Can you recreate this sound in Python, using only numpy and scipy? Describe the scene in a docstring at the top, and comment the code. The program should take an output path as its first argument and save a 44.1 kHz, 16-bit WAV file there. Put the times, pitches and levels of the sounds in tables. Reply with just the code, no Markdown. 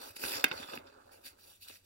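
"""A small cardboard tray is turned in two hands close to a phone, in a quiet room.
Skin rubs the card with a fine hiss, and the card scrapes and drags: random tiny slips, coloured by filters.
A few taps ring the tray's decaying modes, each with a crack of noise and a low thump; palms bump softly.
Sparse reflections, room noise and a faint wavering hum lie under it all.
The two microphones hear the sound with different delay, phase and tone."""
import sys
import numpy as np
from scipy import signal
from scipy.fft import rfft, irfft, next_fast_len
from scipy.io import wavfile
from scipy.ndimage import uniform_filter1d

SR = 44100
rng = np.random.default_rng(int(sys.argv[2]) if len(sys.argv) > 2 else 0)


def gain_from_decibels(decibels):
    """Convert decibel values to linear amplitude factors."""
    exponent = np.asarray(decibels, float) / 20
    return 10 ** exponent


def output_pcm(signal):
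    """Save a mono or channel-first signal as 16-bit PCM at the path in sys.argv[1].

    Samples are clipped to [-1, 1] before scaling.
    """
    pcm = np.clip(np.atleast_2d(signal).T, -1, 1) * 32767
    wavfile.write(sys.argv[1], SR, np.round(pcm).astype(np.int16))


N = 81585  # length in samples


def evened(x):
    """Scales to rms 1."""
    return x / np.sqrt(np.mean(x ** 2) + 1e-20)


def read(points, hz):
    """Reads a table on a log-frequency axis."""
    f, value = np.transpose(points)
    return np.interp(np.log(hz + 1), np.log(f + 1), value)


def colour(x, gain):
    """Filters by a gain given as a function of frequency."""
    size = next_fast_len(x.shape[-1] + 4096)
    spectrum = rfft(x, size) * gain(np.fft.rfftfreq(size, 1 / SR))
    return irfft(spectrum, size)[..., :x.shape[-1]]


def grit(per_s, spread_db, flutter_db):
    """Tiny slips at random moments and sizes, clumped by a quick flutter."""
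    size = gain_from_decibels(spread_db * np.minimum(rng.exponential(1, N), 5))
    sign = rng.choice([-1., 1.], N)
    happens = rng.random(N) < per_s / SR
    flutter = evened(uniform_filter1d(uniform_filter1d(rng.standard_normal(N), 250), 250))
    return size * sign * happens * gain_from_decibels(flutter_db * flutter)


# How the hands move. Each row: time in seconds, then the levels in dB of the dull drag,
# the scrape and the skin hiss.
MOTION = [(0.0, -55, -60, -56.5), (0.034, -49.5, -54.5, -48), (0.114, -62.5, -63, -54.5),
          (0.126, -68, -95, -64), (0.152, -62, -66, -61.5), (0.164, -63, -56, -42),
          (0.178, -59, -60.5, -54.5), (0.23, -47, -39.5, -41), (0.26, -47, -48.5, -38),
          (0.338, -45, -38.5, -39), (0.4, -44.5, -41, -51.5), (0.43, -50.5, -55, -58),
          (0.47, -59, -53, -79), (0.486, -70.5, -55, -49), (0.505, -50, -54, -72),
          (0.54, -45.5, -52.5, -55), (0.596, -48, -45.5, -54), (0.658, -56.5, -51.5, -58.5),
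          (0.744, -46, -49.5, -54), (0.756, -52.5, -48, -50.5), (0.78, -52.5, -61.5, -64),
          (0.79, -53.5, -61, -59), (0.83, -55, -87, -103), (0.87, -55, -62.5, -84),
          (0.902, -56.5, -67, -101), (1.08, -62.5, -78.5, -71.5), (1.1, -61.5, -77, -77),
          (1.126, -60, -63, -60), (1.178, -65, -76, -66.5), (1.21, -64.5, -89, -70),
          (1.228, -69, -68.5, -68), (1.264, -62, -46, -46), (1.366, -70, -99, -79),
          (1.398, -68.5, -74, -62), (1.528, -68.5, -67, -58.5), (1.564, -90.5, -77, -62.5),
          (1.592, -100, -105, -75), (1.626, -88, -62.5, -51), (1.674, -62, -74, -58.5),
          (1.686, -104, -53.5, -49.5), (1.698, -53, -51.5, -53.5), (1.718, -65, -61.5, -56.5),
          (1.758, -76, -59, -55), (1.822, -91.5, -104, -75), (1.85, -73, -82, -67)]


def motion(column):
    """Gain curve of one rubbing layer, gliding from row to row in dB."""
    rows = np.array(MOTION)
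    return gain_from_decibels(np.interp(np.arange(N) / SR, rows[:, 0], rows[:, column]))


# Tone of the fingertips on card. Each row: frequency in Hz, gain in dB.
HISS = [(1000, -21.5), (2500, -2), (4500, 0), (6500, -5.5), (8300, -7.5), (10000, -2.5), (11700, 1),
        (13500, -3.5), (15600, -3.5)]


def skin():
    """Fingertips brush the card: very dense fine grit."""
    slips = grit(per_s=9000, spread_db=1.5, flutter_db=1.3)
    x = colour(slips, lambda hz: gain_from_decibels(read(HISS, hz)))
    return motion(column=3) * evened(x)


def ring(hz, t60):
    """One decaying mode: a sine that falls 60 dB in t60 seconds."""
    t = np.arange(4096) / SR
    return np.sin(2 * np.pi * hz * t) * gain_from_decibels(-60 * t / t60)


# The tones in which the tray rings. Each row: frequency in Hz, relative level in dB,
# time to fall 60 dB in seconds.
TRAY = [(367, -34, 0.028), (640, 0, 0.081), (790, -26, 0.025), (1330, -17, 0.09), (1600, 9, 0.01),
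        (2158, 5, 0.026), (2616, 12, 0.0067), (3155, 5, 0.0098), (3600, 6.5, 0.0076), (4300, -5.5, .02),
        (4600, -4.5, 0.024), (5200, -1.5, 0.015), (5760, -8, 0.041)]


def tray(spot_hz, spot_db):
    """The tray's answer to one click; spot_db per squared octave favours modes near the struck spot."""
    modes = []
    for hz, db, t60 in TRAY:
        octaves = np.log2(hz / spot_hz)
        modes.append(gain_from_decibels(db + spot_db * octaves ** 2) * ring(hz, t60))
    return sum(modes)


def resonate(x, hz, width):
    """A moving resonance of gain 1: shifts its pitch down to zero, smooths, and shifts back."""
    turn = np.exp(2j * np.pi * np.cumsum(hz) / SR)
    r = np.exp(-np.pi * width / SR)
    return 2 * (turn * signal.lfilter([1 - r], [1, -r], x / turn)).real


# Tone of the scraping fibres. Each row: frequency in Hz, gain in dB.
SCRAPE = [(300, -27.5), (1000, -15.5), (2000, -3.5), (3000, -3.5), (5000, 1), (6200, -8), (9000, -18)]
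# Strongest scrape resonance, moving with the grip. Each row: time in seconds, frequency in Hz.
GRIP = [(0, 4600), (.2, 5200), (0.401, 5270), (.56, 4600), (0.638, 3470), (.8, 3600), (1.1, 4430),
        (1.649, 4800), (1.701, 3510), (1.85, 4620)]


def scrape():
    """Fingers catch on the card fibres; part of each slip rings the tray."""
    ring_share = 0.37
    grip_width_hz, grip_db = 350, 5
    slips = grit(per_s=2900, spread_db=3.5, flutter_db=2.6)
    every_mode = tray(spot_hz=1000, spot_db=0)  # at 0 dB no spot is favoured
    rung = signal.oaconvolve(slips, every_mode)[:N]
    mix = ring_share * evened(rung) + (1 - ring_share) * evened(slips)
    x = colour(mix, lambda hz: gain_from_decibels(read(SCRAPE, hz)))
    grip_hz = np.interp(np.arange(N) / SR, *np.transpose(GRIP))
    x = x + gain_from_decibels(grip_db) * resonate(x, grip_hz, grip_width_hz)
    return motion(column=2) * evened(x)


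# Tone of the tray's low hollows. Each row: frequency in Hz, gain in dB.
DRAG = [(150, -28), (260, -7), (440, -5.5), (570, 0), (750, -7.5), (1000, -8.5), (1280, -3.5), (1600, -8.5),
        (1900, -21.5), (3000, -37)]


def drag():
    """The tray's base slides on the palm: slow slips heard through the low hollows."""
    slips = grit(per_s=900, spread_db=-1.5, flutter_db=1.18)
    x = colour(slips, lambda hz: gain_from_decibels(read(DRAG, hz)))
    return motion(column=1) * evened(x)


def patchy(x):
    """Random time-frequency patches make the rubbing louder and softer, unevenly across pitch."""
    patch_db = 2.5  # rms
    z = signal.stft(x, nperseg=256)[2]
    over_pitch = uniform_filter1d(rng.standard_normal(z.shape), 5, 0)
    patches = uniform_filter1d(over_pitch, 14, 1)
    return signal.istft(z * gain_from_decibels(patch_db * evened(patches)), nperseg=256)[1][:N]


# Taps on the tray. 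Each row: start in seconds, level in dB, pitch of the struck spot in Hz,
# contact length in seconds, thump in dB relative to that level.
TAPS = [(0.166, -32.5, 3300, .003, -47), (.2378, -23, 1300, 0.0048, -15), (0.2507, -24, 1600, 0.0017, -21),
        (.4417, -3, 2270, 0.0073, -23), (.466, -50, 2100, 0.0063, -17.5), (.5135, -17, 2450, 0.0074, -32),
        (0.533, -65, 1000, .004, 1), (0.599, -42.5, 590, 0.004, 4), (0.688, -33.5, 3600, 0.0019, -13),
        (0.7347, -26.5, 1500, 0.0033, -20), (0.762, -38.5, 2600, 0.0013, -7.5),
        (0.775, -26, 1700, 0.0023, -13.5), (1.702, -47.5, 597, 0.0069, -49)]


def taps():
    """Each tap: a sharp crack, a short rattling contact that rings the tray, and a low thump."""
    thump_hz, thump_t60 = 275, .035
    spot_db = -5  # fall per squared octave away from the struck spot's pitch
    rattle = .09
    soft_s_per_db = 1.1e-5  # weaker taps land softer and duller
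    damp_db, damp_s = -16, .002  # fingers damp the ring once the contact ends
    crack_db, crack_s = -5, .0006
    hardness = 1.1  # dB more crack, relative to the ring, per dB of tap
    out, t = np.zeros(N + 8192), np.arange(4096) / SR
    chance = rng.standard_normal((len(TAPS), 2, 4096))
    thump = signal.oaconvolve(ring(thump_hz, thump_t60), np.hanning(90))[:4096]  # soft start
    thump /= abs(thump).max()
    for (s, db, spot_hz, contact, thump_db), (rattle_noise, crack_noise) in zip(TAPS, chance):
        push = rattle * rattle_noise * (t < contact) * np.exp(-t / contact)
        push[0] += 1  # the first touch
        push = np.convolve(push, np.hanning(3 + round(abs(db) * soft_s_per_db * SR)))
        body = signal.oaconvolve(push, tray(spot_hz, spot_db))[:4096]
        body *= gain_from_decibels(damp_db * np.clip((t - contact) / damp_s, 0, 1))
        body /= abs(body).max()
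        hard = gain_from_decibels(crack_db + hardness * (db - 5))
        crack_fade = np.exp(-t / crack_s) + 0.19 * np.exp(-2 * t / contact)
        body += hard * np.diff(crack_noise, prepend=0) * crack_fade
        body += gain_from_decibels(thump_db) * thump
        out[round(s * SR):][:4096] += gain_from_decibels(db) * body
    # a high-pass at 180 Hz clears the offset left by the damped sines
    high_pass = signal.butter(2, 180, "high", fs=SR, output="sos")
    return signal.sosfilt(high_pass, out[:N])


# Soft bumps of the palms. Each row: start in seconds, peak of the swell in dB, pitch in Hz.
BUMPS = [(.1, -57.5, 91.8), (0.241, -53.5, 61), (0.351, -53.5, 111), (.55, -56.5, 93), (0.617, -56.5, 91),
         (.76, -83, 80), (1.049, -64.5, 98), (1.309, -63.5, 81.8)]


def bumps():
    """Each bump is a cycle or two of low pressure with a soft start."""
    rise_s = 0.0088
    out, t = np.zeros(N + 4096), np.arange(4096) / SR
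    swell = np.e * t / rise_s * np.exp(-t / rise_s)  # reaches 1 at rise_s
    for s, db, hz in BUMPS:
        out[round(s * SR):][:4096] += gain_from_decibels(db) * swell * np.sin(2 * np.pi * hz * t)
    return out[:N]


def apart(x):
    """Makes two channels alike in the bass, growing apart around 180 Hz."""
    return x[0] + colour(x - x[0], lambda hz: hz ** 2 / (hz ** 2 + 180 ** 2))


# How fast the reflections die. Each row: frequency in Hz, time to fall 60 dB in seconds.
ROOM = [(150, 0.3), (1000, 0.3), (4000, 0.12), (12000, .08)]


def room(x):
    """Sparse reflections, different at each microphone, each band dying at its own speed."""
    echo = np.zeros((2, SR // 2))
    at = np.arange(200, SR // 2 - 20, 20)  # one reflection in every 20 samples
    at = at + rng.integers(0, 20, (2, len(at)))
    np.put_along_axis(echo, at, rng.choice([-1., 1.], at.shape), 1)
    hz, t, z = signal.stft(echo, SR, nperseg=128)
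    decay = gain_from_decibels(-60 * t / read(ROOM, hz)[:, None])
    tail = signal.istft(z * decay, SR, nperseg=128)[1]
    return signal.fftconvolve(x[None], tail / np.linalg.norm(tail[0]), axes=1)[:, :N]


# Tone of the room noise. Each row: frequency in Hz, gain in dB.
FLOOR = [(25, -8.5), (50, -3.5), (110, -29), (180, -9.5), (400, -13.5), (1000, -18), (3000, -21.5),
         (8000, -24.5), (15500, -36.5)]


def air():
    """Room noise, partly shared by the microphones, and a wavering hum of narrow-band noise."""
    floor_db, hum_db = -72, -76  # rms
    hum_hz, hum_width_hz = 91.1, 15
    noise = rng.standard_normal((3, N))
    wash = colour(apart(noise[0] + 1.1 * noise[1:]), lambda hz: gain_from_decibels(read(FLOOR, hz)))
    hum = colour(rng.standard_normal(N), lambda hz: 1 / (1 + (2 * (hz - hum_hz) / hum_width_hz) ** 2))
    return gain_from_decibels(floor_db) * evened(wash) + gain_from_decibels(hum_db) * evened(hum)


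def scene():
    """Hands and tray, their reflections and the room air."""
    room_db = -15.5
    near = patchy(drag() + scrape() + skin()) + taps()
    return near + bumps() + gain_from_decibels(room_db) * apart(room(near)) + air()


def top_cut(x):
    """Nothing passes above the cut-off."""
    return signal.sosfilt(signal.butter(12, 17030, fs=SR, output="sos"), x)


# Phase of the left channel after its lag. Each row: frequency in Hz, phase lead in radians.
LEFT_LEAD = [(0, 0), (90, .36), (260, 2), (430, 3.7), (600, 6.2), (900, 10.5), (1200, 9.5), (1700, 9.5),
             (2000, 8.7), (3000, 9.2), (4300, 8.2), (5600, 7.3), (6900, 8.1), (16000, 15.2), (22050, 19.9)]
# Tone of the left channel. Each row: frequency in Hz, gain in dB.
LEFT_GAIN = [(30, 0), (90, -1.4), (300, -3), (500, -.6), (850, -1.5), (1100, -8), (2100, -5), (2600, -.6),
             (3400, -3), (4300, 3), (5300, -2), (7500, 1.5), (11000, -.6)]


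def record(dry):
    """The left channel is delayed, shaded and phase-turned; then a band edge cuts both above 15.8 kHz."""
    lag_s = 40 / SR
    edge_hz, edge_db = 15800, -30
    f, lead = np.transpose(LEFT_LEAD)

    def left_response(hz):
        phase = np.interp(hz, f, lead) - 2 * np.pi * hz * lag_s
        return gain_from_decibels(read(LEFT_GAIN, hz)) * np.exp(1j * phase)

    left = colour(dry[0], left_response)
    both = np.array([left, dry[1]])
    both = colour(both, lambda hz: gain_from_decibels(edge_db * np.clip((hz - edge_hz) / 150, 0, 1)))
    return top_cut(both)


dry = scene()
out = record(dry)
output_pcm(out)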